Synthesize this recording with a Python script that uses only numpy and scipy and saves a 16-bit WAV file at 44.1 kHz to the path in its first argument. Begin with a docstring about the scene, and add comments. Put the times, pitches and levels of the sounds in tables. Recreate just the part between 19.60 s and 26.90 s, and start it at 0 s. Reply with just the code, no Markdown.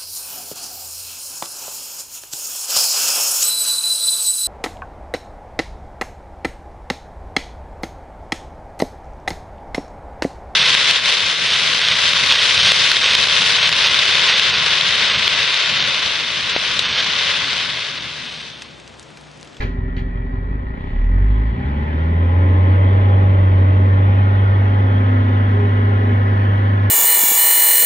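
"""Diesel truck revved, heard from the cab

A four-cylinder diesel idles, is revved up and held near 3000 rpm. Sine harmonics of the firing boom in the cab;
struck noise paths, one blow a firing or denser, shake the panels, growl and clatter through the firewall.
The cooling fan, a set of sines over shaped noise, roars up with the engine, then slips back on its clutch.
Two small clacks at idle, soft rustles, hums and thin electric whines lie around them."""
import sys
import numpy as np
from scipy import signal
from scipy.fft import rfft, irfft, next_fast_len
from scipy.io import wavfile
from scipy.ndimage import uniform_filter1d

SR = 44100
rng = np.random.default_rng(int(sys.argv[2]) if len(sys.argv) > 2 else 0)


def transcribe(u):
    """Save the signal u as a 16-bit wav file named by the first command-line argument.

    u: samples, shape (n,) or (channels, n), limited to [-1, 1]; the rate is SR.
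    q: integer samples, one column per channel.
    """
    v = np.clip(np.atleast_2d(u).T, -1, 1)
    q = np.round(v * 32767).astype(np.int16)
    wavfile.write(sys.argv[1], SR, q)


N = 321930
TIME = np.arange(N) / SR
IDLE_RATE, FULL_RATE = 21.5, 99.8  # firings per second

# Cooling fan. Each row: time in seconds, blade rate in Hz, blade tone level in dB.
FAN = [(1.5, 146.1, -47.5), (2.3, 246.2, -37.5), (3.1, 309.8, -33), (3.4, 318.2, -41.5), (4.2, 296, -31.5),
       (4.9, 269.3, -37.5), (5.2, 262.8, -30), (5.55, 254.7, -24), (5.8, 252.6, -27.5), (6.4, 246.8, -27),
       (7.3, 243.1, -34.5)]
# Stereo width. Each row: frequency in Hz, side against centre in dB,
# share of the side a quarter cycle ahead of the centre (-1..1).
WIDTH = [(60, -20, 0), (100, -15, 0.26), (170, -16, 0.075), (260, -16, 0.072), (400, -5.5, -0.43),
         (640, 6, -0.26), (825, 2.5, 0.16), (1050, 9, 0.31), (1310, 11.5, 0.85), (1800, -0.5, -.6),
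         (2110, 0, .3), (2600, -2, 0.86), (4300, 0, .6)]


def amp(db):
    """Decibels to gain."""
    return 10 ** (np.asarray(db) / 20)


def lean(db):
    """Gains of the left and right ear: left up by db, right down by as much."""
    return amp([[db], [-db]])


def unit(x):
    """Scales to rms 1."""
    return x / np.sqrt(np.mean(x ** 2) + 1e-20)


def curves(rows):
    """The columns of a timed table, one value a sample."""
    s, *columns = np.transpose(rows)
    return [np.interp(TIME, s, c) for c in columns]


def at_hz(rows, hz):
    """The columns of a spectrum, read on a log-frequency axis."""
    f, *columns = np.transpose(rows)
    return [np.interp(np.log(hz + 1), np.log(f + 1), c) for c in columns]


def wander(rate):
    """Slow chance of rms 1, up to about rate changes a second."""
    knots = np.linspace(0, TIME[-1], 1024)
    f = np.fft.rfftfreq(len(knots), knots[1])
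    slow = irfft(rfft(rng.standard_normal(len(knots))) * np.exp(-(f / rate) ** 2))
    return np.interp(TIME, knots, unit(slow))


def cycles(hz):
    """Turns made so far at a changing rate."""
    return np.cumsum(hz) / SR


def tone(turns, db, flutter_db, flutter_rate):
    """A sine whose level flutters by flutter_db rms."""
    level = np.sqrt(2) * amp(db + flutter_db * wander(flutter_rate))
    return level * np.sin(2 * np.pi * (turns + rng.random()))


def cab(pair, colour):
    """Colours two unrelated signals and spreads them as centre and side: bass nearly mono, mids wide."""
    # Narrow resonances of block and panels. Each row: frequency in Hz, width in Hz, lift in dB.
    panels = [(382, 92, 3.5), (818, 60, 6), (1020, 20, 6), (1252, 35, 8), (1380, 71, 8.5), (1400, 22, 0),
              (1560, 23, 5), (1740, 59, 2), (1830, 23, 4), (1902, 6.2, 6.5), (2010, 54, 3), (2230, 21, 3.5),
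              (2420, 12, 5), (3270, 160, 1.5)]
    size = next_fast_len(N + SR // 4, True)
    hz = np.fft.rfftfreq(size, 1 / SR)
    lift_db = sum(db / (1 + (2 * (hz - f) / width) ** 2) for f, width, db in panels)
    low_skirt = np.clip(hz / colour[0][0], 0, 1) ** 4
    high_skirt = 1 / (1 + (hz / colour[-1][0] / 1.3) ** 8)
    centre, other = rfft(pair, size) * amp(at_hz(colour, hz)[0] + lift_db) * low_skirt * high_skirt
    side_db, lead = at_hz(WIDTH, hz)
    lead = np.clip(lead, -.95, .95)
    side = amp(side_db) * (1j * lead * centre + np.sqrt(1 - lead ** 2) * other)
    out = irfft(np.array([centre + side, centre - side]), size)[:, :N]
    return out / np.sqrt(np.mean(out.mean(0) ** 2))


def knocks(firings, rate, t60, uneven_db, rough, count, alike=0):
    """count blows per four firings excite decaying noise paths; rough is the power share of added noise."""
    blow = np.floor(firings * count / 4)
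    at = np.flatnonzero(np.diff(blow)) + 1
    force = amp(uneven_db * rng.standard_normal(4096))[:len(at)] / np.sqrt(rate[at])
    t, out = np.arange(8192) / SR, np.zeros((2, N))
    shared = rng.standard_normal((2, len(t)))
    for k in range(count):
        train = np.zeros(N)
        train[at[k::count]] = force[k::count]
        own = rng.standard_normal((2, len(t)))
        path = rfft((np.sqrt(alike) * shared + np.sqrt(1 - alike) * own) * amp(-60 * t / t60))
        # half-flattened spectrum, 64 samples late
        path = np.roll(irfft(path / abs(path) ** .5), 64, axis=1)
        out += signal.oaconvolve(train[None], path, axes=1)[:, :N]
    # noise slightly stronger just after each firing
    puffs = rng.standard_normal((2, N)) * (1 + 0.078 * np.exp(-(firings % 1) / 0.79))
    rough = np.clip(rough, 0, 1)
    return np.sqrt(1 - rough) * unit(out) + np.sqrt(rough) * unit(puffs)


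def revved(pair, rate, idle, fast):
    """The colour turns from idle to fast between 42 and 82 firings per second."""
    share = np.clip((rate - 42) / 40, 0, 1)
    return np.sqrt(1 - share) * cab(pair, idle) + np.sqrt(share) * cab(pair, fast)


def order(firings, rate, multiple, tuned_rate, reach, centre_db, side_db):
    """One engine order swells as the speed carries it across a resonance."""
    near_db = np.maximum(-3 * ((rate - tuned_rate) / reach) ** 2, -40)
    jitter = .04 * wander(6) + .035 * wander(30)
    turn = 2 * np.pi * (multiple * firings + rng.random() + jitter)
    size = np.sqrt(2) * amp(near_db + 1.2 * wander(3) + 1.4 * wander(20) - .3)
    lead = np.copysign(1, at_hz(WIDTH, multiple * tuned_rate)[1])
    centre, side = amp(centre_db) * np.sin(turn), lead * amp(side_db) * np.cos(turn)
    return size * np.array([centre + side, centre - side])


def rustles():
    """Soft grainy rustles, band-shaped noise that swells and fades as the revs begin."""
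    # Each row: start in seconds, length in seconds, centre in Hz, level in dB.
    rustle_rows = [(1.11, 0.41, 3080, -54), (1.347, 0.2, 6270, -75)]
    out = np.zeros((2, N))
    for start, length, hz, db in rustle_rows:
        swell = np.sin(np.pi * np.clip((TIME - start) / length, 0, 1)) ** 2
        colour = [(0.49 * hz, -12), (hz, 0), (1.24 * hz, -8), (1.9 * hz, -28)]
        grain = cab(rng.standard_normal((2, N)), colour)
        out += amp(db + 1.2 * wander(50)) * np.sqrt(swell) * grain
    return out


def ring(age, modes):
    """Dying modes of a struck part, each reaching the two ears in its own phase."""
    out = 0
    for hz, db, t60 in modes:
        phase = rng.random() + .2 * rng.random((2, 1))
        out = out + amp(db - 60 * age / t60) * np.sin(2 * np.pi * (hz * age + phase))
    return out


def clacks():
    """Short plastic sounds: a burst of rattle, and the struck part rings on in the cab."""
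    # Each row: start in seconds, level in dB, rise in seconds, t60 in seconds, brightness 0-1.
    clack_rows = [(0.004, -27, 0.0013, 0.11, 0.14), (0.01, -38, 0.0011, 0.08, 0),
                  (0.021, -32, .001, 0.38, 0.17), (0.365, -32.5, 0.0012, 0.043, 0.5),
                  (0.377, -38.5, .002, 0.087, 0.7), (0.388, -44.5, 0.0044, 0.27, 0.95)]
    # Rattle colours. Each row: frequency in Hz, density in dB per Hz.
    dull_colour, bright_colour = [(400, 10.5), (650, -3), (1450, -11), (1650, -1), (1950, -1), (2150, -8),
                                  (2350, 1), (2800, -13), (3300, -16), (4300, -15.5), (5100, -22),
                                  (5800, -23.5), (7000, -30), (8000, -46), (15000, -38)], [(1200, -28), (2000, -1), (2400, -5), (2900, -7.5),
                                                      (3120, -5), (3500, -12), (4400, -13), (5400, -34),
                                                      (5750, -26), (7000, -37), (8000, -46), (15000, -38)]
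    # Ringing modes. Each row: frequency in Hz, relative level in dB, t60 in seconds.
    dull_modes, bright_modes = [(1690, -2, 0.14), (1776, -6, .12), (2030, -3.5, .13), (2350, 0, .08),
                                (2580, -19, 0.092), (3295, -15, 0.17), (4100, -8, 0.046), (4630, -15, .1)], [(2050, 4, 0.074), (3050, -2, .08), (3310, -7, .2),
                                                   (3780, -13, .18), (4330, -9.5, .17), (4743, -19, .13),
                                                   (5739, -24, .12), (6961, -31, .1)]
    ring_db = -3
    dull = cab(rng.standard_normal((2, N)), dull_colour)
    bright = cab(rng.standard_normal((2, N)), bright_colour)
    out = np.zeros((2, N))
    age = TIME[:SR // 2]
    for s, db, rise, t60, brightness in clack_rows:
        start, share = max(round(s * SR), 0), np.clip(brightness, 0, 1)
        span = slice(start, start + len(age))
        rattle = np.sqrt(1 - share) * dull[:, span] + np.sqrt(share) * bright[:, span]
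        rattle = amp(-60 * age / t60) * rattle
        modes = (1 - share) * ring(age, dull_modes) + share * ring(age, bright_modes)
        out[:, span] += amp(db) * (1 - np.exp(-age / rise)) * (rattle + amp(ring_db) * modes)
    return out


def hum():
    """Wavering sine hums that swell, glide a little and fade."""
    # Each row: start in seconds, length in seconds, first Hz, last Hz, level in dB.
    hum_rows = [(3.194, 0.58, 395, 391, -37), (3.248, 0.49, 806, 820, -44.5),
                (4.119, 0.72, 234.7, 207.3, -32), (5.875, 0.26, 407, 408, -26),
                (6.044, 0.54, 405.6, 409.3, -34.5), (6.721, 0.38, 1554, 1555, -47)]
    rise_s, fall_s = 0.15, 0.082
    out = np.zeros(N)
    for start, length, from_hz, to_hz, db in hum_rows:
        age = TIME - start
        envelope = np.clip(age / rise_s, 0, 1) * np.clip((length - age) / fall_s, 0, 1)
        hz = np.interp(age, [0, length], [from_hz, to_hz])
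        turns = cycles(hz) + .05 * wander(18)
        out += envelope * tone(turns, db, flutter_db=1.6, flutter_rate=18)
    return out * lean(1.5)


def whine(revs):
    """A cluster of thin electric whines of fixed pitch, 2 dB weaker at full revs."""
    # Each row: frequency in Hz, level at idle in dB.
    whine_rows = [(1663, -65), (1793, -57), (1921, -48), (2008, -61.5), (2301, -62.5), (2312, -62)]
    lines = np.zeros(N)
    for hz, db in whine_rows:
        lines += tone(hz * TIME + 0.05 * wander(5.7), db, flutter_db=1.3, flutter_rate=27)
    return lines * amp(-2 * revs) * lean(.5)


def fan(draught):
    """The blade tone, its blurred octave, and a comb of shaft orders that grows with the draught."""
    # Uneven blades sound shaft orders. Each row: multiple of the shaft rate, level at full draught in dB.
    shaft_orders = [(5, -42), (6, -47), (7, -45), (8, -41), (9, -44), (10, -41), (11, -42), (12, -42),
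                    (16, -44), (17, -47), (18, -48), (19, -49), (20, -48), (21, -48), (23, -49), (24, -47)]
    blade_count = 13
    blade_hz, db = curves(FAN)
    turns = cycles(blade_hz)
    blades = tone(turns + .045 * wander(9), db - .7, flutter_db=1.2, flutter_rate=10)
    second = tone(2 * turns + 0.54 * wander(11), db - 10.5, flutter_db=1.5, flutter_rate=20)
    shaft = turns / blade_count
    comb = np.zeros(N)
    for multiple, order_db in shaft_orders:
        comb += tone(multiple * shaft + .05 * wander(8), order_db, flutter_db=2, flutter_rate=6)
    # the octave is in opposite phase at the two ears
    return (blades + draught * comb) * lean(.2) + second * np.array([[1], [-.3]])


def roar(firings, rate, revs, draught):
    """Air roar: nearly pure noise, shaped by the cab, that grows with revs and fan draught."""
    # Each row: frequency in Hz, density in dB per Hz.
    roar_colour = [(280, -16), (420, 0), (510, 5), (620, 3), (720, -6), (825, -6), (910, -6), (1040, -7.5),
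                   (1200, -13.5), (1800, -32), (3000, -48)]
    idle_db, revs_db, fan_db = -48.5, 9, 8
    rush = knocks(firings, rate, t60=0.21, uneven_db=5.5, rough=0.99, count=4)
    return amp(idle_db + revs_db * revs + fan_db * draught) * cab(rush, roar_colour) * lean(.5)


def gears(firings, rate):
    """Tones of the timing gears and the block climb with the engine, each over its own range of speed."""
    # Each row: multiple of the firing rate, loudest at firings per second,
    # reach in firings per second, centre level in dB, side level in dB.
    gear_rows = [(2.75, 87, 4, -32, -56), (3, 97.7, 1, -43, -56), (3.25, 90, 3, -36, -56),
                 (4, 95, 2, -42, -52), (5, 85, 2.5, -37, -47), (5, 95, 2, -43, -45), (6, 87, 4, -44, -49),
                 (6.5, 93.5, 2.5, -48, -42), (7.5, 94, 4, -56, -49), (8, 80, 8, -55, -53),
                 (7, 98, 1, -51, -50), (7.25, 98, 1, -52, -50), (8.5, 97.7, 1.2, -39, -47),
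                 (9.5, 87.5, 2.6, -41.5, -48), (9.5, 98, 1, -52, -46), (9.75, 90, 3, -53, -51),
                 (10, 82.5, 2, -47, -54), (10, 91, 1.6, -45, -50), (10, 94.5, 1, -55, -42),
                 (11, 94, 3, -51, -45), (11.5, 72.5, 3.5, -44, -53), (11.5, 97.4, .8, -58, -46),
                 (12, 82, 3, -50, -54), (11.5, 89, 4, -49, -52), (11.5, 93.5, 1.8, -52, -42),
                 (12, 93, 4, -55, -47), (12.5, 65, 4, -46, -55), (12.5, 87.5, 3, -51, -43),
                 (12.75, 98, .9, -51, -50), (13.5, 94, 3, -59, -44), (18.5, 98.5, .6, -49, -56),
                 (18.75, 97.3, .7, -49, -55)]
    return sum(order(firings, rate, *row) for row in gear_rows)


def ringing(firings, rate):
    """Single orders stand out as the speed settles on the resonances of block and panels."""
    # Each row: multiple of the firing rate, centre level in dB, side level in dB.
    held_orders = [(1.75, -42, -61), (2.25, -38, -53), (2.75, -43, -56), (3.25, -43, -46), (3.75, -44, -61),
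                   (4.25, -47, -65), (4.5, -47, -42), (5.0, -52, -51), (5.5, -49, -47), (6.25, -51, -53),
                   (6.75, -55, -47), (7.0, -55, -46), (7.25, -57, -47), (7.5, -57, -52), (7.75, -51, -46),
                   (8.0, -49, -47), (8.5, -47, -50), (9.0, -57, -49), (9.5, -63, -49), (10.0, -49, -51),
                   (10.5, -51, -42), (10.75, -55, -40), (11.0, -60, -46), (11.25, -61, -49),
                   (11.5, -64, -51), (12.0, -62, -49), (12.75, -58, -44), (13.0, -66, -43),
                   (13.25, -65, -52), (13.5, -66, -53), (13.75, -61, -47), (14.0, -54, -58),
                   (14.25, -56, -50), (14.5, -62, -49), (15.0, -61, -48), (15.75, -52, -52),
                   (16.25, -66, -47), (17.0, -47.5, -61), (17.25, -53, -53), (18.0, -53, -61),
                   (18.25, -44.5, -51), (18.5, -57, -64), (19.25, -49, -62), (19.75, -54, -62),
                   (20.0, -55, -54), (20.25, -49.5, -53), (22.0, -53, -59), (22.25, -52.5, -62)]
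    out = np.zeros((2, N))
    for multiple, centre_db, side_db in held_orders:
        out += order(firings, rate, multiple, 99.5, 1.6, centre_db, side_db)
    return out


def strokes(firings):
    """The clatter surges twice a firing, and no two cylinders hit equally hard."""
    # One clatter level a cylinder, in dB.
    cylinders = [1, -.7, .3, -.6]
    surge_db = .8
    cylinder_db = np.array(cylinders)[firings.astype(int) % len(cylinders)]
    return unit(amp(cylinder_db + surge_db * np.cos(4 * np.pi * firings)))


def flicker(pair):
    """Narrow bands swell and sink at random, in patches of the spectrogram."""
    patch_db, patch_hz, patch_s = 2.7, 110, .05
    size, hop = 2048, 512
    z = signal.stft(pair, nperseg=size, noverlap=size - hop)[2]
    field = rng.standard_normal((z.shape[2], z.shape[1])).T
    field = uniform_filter1d(field, round(patch_hz * size / SR), axis=0)
    field = uniform_filter1d(field, round(patch_s * SR / hop), axis=1)
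    gain = unit(amp(patch_db * unit(field)))
    return signal.istft(z * gain, nperseg=size, noverlap=size - hop)[1][:, :N]


def clatter(firings, rate, revs):
    """Injectors and valves tick three times a firing: clatter through the firewall, and a treble fizz."""
    # Colours at idle, at speed and of the fizz. Each row: frequency in Hz, density in dB per Hz.
    idle_colour, fast_colour = [(450, -8), (700, -10), (830, -5.5), (1050, -7), (1200, -15), (1500, -12),
                                (1700, -5.5), (1920, -2), (2150, -10), (2350, -9.5), (2650, -17),
                                (3400, -18.5), (4500, -29), (5500, -47.5), (7000, -48.5)], [(600, -31.5), (820, -4.5), (1030, -8.5), (1180, -17),
                                                      (1500, -5), (1830, -0.5), (2100, -2), (2350, -5),
                                                      (2650, -8.5), (2950, -8.5), (3270, -8), (3800, -17.5),
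                                                      (5000, -30.5), (6000, -34.5), (7500, -65.5)]
    fizz_colour = [(7000, -10), (9000, -30), (11000, -1), (13000, -10), (14600, 4.5), (15600, -10.5)]
    idle_db, revs_db, fizz_db = -47, 9.5, -32.5  # fizz is relative to the clatter
    rough = .45 + .05 * revs
    ticks = knocks(firings, rate, t60=.07, uneven_db=1.3, rough=rough, count=12)
    level_db = idle_db + revs_db * revs
    rattle = flicker(revved(ticks, rate, idle_colour, fast_colour))
    rattle = amp(level_db) * strokes(firings) * rattle
    fizz = amp(level_db + fizz_db) * np.sqrt(rate / FULL_RATE) * cab(ticks, fizz_colour)
    return rattle * lean(.5) + fizz


def growl(firings, rate):
    """Hard combustion while the engine gathers speed: one sharp blow a firing."""
    # Each row: time in seconds, growl level in dB.
    pull = [(0, -78), (1.2, -43.5), (2.1, -41), (3.15, -33.5), (3.7, -37), (4.5, -35.5), (5.1, -51.5),
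            (5.6, -45.5), (7.3, -52)]
    # Each row: frequency in Hz, density in dB per Hz.
    growl_colour = [(110, 1), (180, -2), (300, -1.5), (450, -9.5), (600, -5), (720, -21.5), (840, -6),
                    (950, -12.5), (1080, -10.5), (1250, -31.5), (2000, -8), (3000, -31.5)]
    blows = knocks(firings, rate, t60=.05, uneven_db=.7, rough=.03, count=4)
    return amp(curves(pull)[0]) * cab(blows, growl_colour) * lean(.5)


def shake(firings, rate, revs, draught):
    """Firing thuds shake the panels; the fan's draught adds to the level."""
    # Colours at idle and at speed. Each row: frequency in Hz, density in dB per Hz.
    idle_colour, fast_colour = [(25, -30), (45, 1), (75, 6.5), (112, 1.5), (140, -9), (172, 1.5),
                                (195, -14.5), (222, -6), (268, -1.5), (305, -19.5), (350, -19), (390, -8.5),
                                (440, -29.5), (600, -53)], [(22, -22.5), (42, 3), (60, -3.5), (90, 5), (120, 1),
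                                                    (150, -2), (225, 0), (285, -5.5), (345, -14.5),
                                                    (390, -9), (450, -25.5), (600, -36.5)]
    idle_db, fan_db = -28.5, 3
    rough = .2 + .3 * revs
    thuds = knocks(firings, rate, t60=0.066, uneven_db=1.2, rough=rough, count=4, alike=.15)
    return amp(idle_db + fan_db * draught) * revved(thuds, rate, idle_colour, fast_colour)


def boom(firings, rate):
    """The lowest firing harmonics pump the cab air and swell as each crosses one of its resonances."""
    # Each row: multiple of the firing rate, level added to the cab response in dB.
    harmonics = [(1, 0.5), (2, -10), (3, -19.5)]
    # Air of the cab, resonant near 45 and 92 Hz. Each row: frequency in Hz, response in dB.
    cab_response = [(21, -43), (30, -34.5), (33, -26), (37, -15.5), (51, -13.5), (57, -21), (63, -49.5),
                    (68, -22), (76, -24), (81, -17.5), (92.5, -12), (96.5, -12.5), (100, -15.5),
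                    (110, -22.5), (170, -21.5), (182, -33), (300, -30.5)]
    # Even chug at idle. Each row: multiple of the firing rate, level at idle in dB.
    chug = [(3, -41), (4, -34.5), (5, -41), (5.25, -37), (7, -46), (8, -44), (10, -44), (11, -45),
            (12, -48), (12.5, -45), (17.75, -46), (20, -57)]
    out = np.zeros(N)
    for multiple, db in harmonics:
        multiple = round(multiple)
        cab_db = at_hz(cab_response, multiple * rate)[0]
        flutter_db = 0.17 * multiple ** 2
        out += tone(multiple * firings, db + cab_db, flutter_db, flutter_rate=40)
    fade_db = -20 * np.clip((rate - 23) / 9, 0, 2)  # chug sinks by 40 dB as the revs rise
    for multiple, db in chug:
        out += tone(multiple * firings, db + fade_db, flutter_db=1.0, flutter_rate=7.5)
    return out * lean(-.35)


def scene():
    """One crankshaft drives boom, shake, growl, gears and clatter; the fan's draught adds roar."""
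    # Engine speed. Each row: time in seconds, firings per second.
    speed = [(0.0, 21.3), (0.78, 22.1), (1.05, 26.9), (1.3, 32.3), (1.65, 50.2), (1.9, 55), (2.08, 69.3),
             (2.25, 75), (2.55, 83.7), (2.8, 89.0), (3.05, 92.0), (3.4, 96.0), (3.68, 95.8), (3.97, 93.4),
             (4.55, 97.2), (5.45, 98.9), (6.4, 99.6), (7.3, 99.8)]
    rate = curves(speed)[0] * (1 + .0006 * wander(6))
    firings = cycles(rate)
    # the powers bring most of the noise late in the climb
    revs = np.clip((rate - IDLE_RATE) / (FULL_RATE - IDLE_RATE), 0, 1) ** 1.9
    blade_hz = curves(FAN)[0]
    draught = ((blade_hz - blade_hz.min()) / np.ptp(blade_hz)) ** 1.74
    small_sounds = rustles() + clacks() + hum() + whine(revs)
    air = fan(draught) + roar(firings, rate, revs, draught)
    orders = gears(firings, rate) + ringing(firings, rate)
    blows = clatter(firings, rate, revs) + growl(firings, rate) + shake(firings, rate, revs, draught)
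    return small_sounds + air + orders + blows + boom(firings, rate)


def record(dry):
    """A steep linear-phase low-pass ends the treble."""
    edge_hz = 15700
    low_pass = signal.firwin(511, edge_hz, window=("kaiser", 9), fs=SR)
    return signal.oaconvolve(dry, low_pass[None], "same")


dry = scene()
out = record(dry)
transcribe(out)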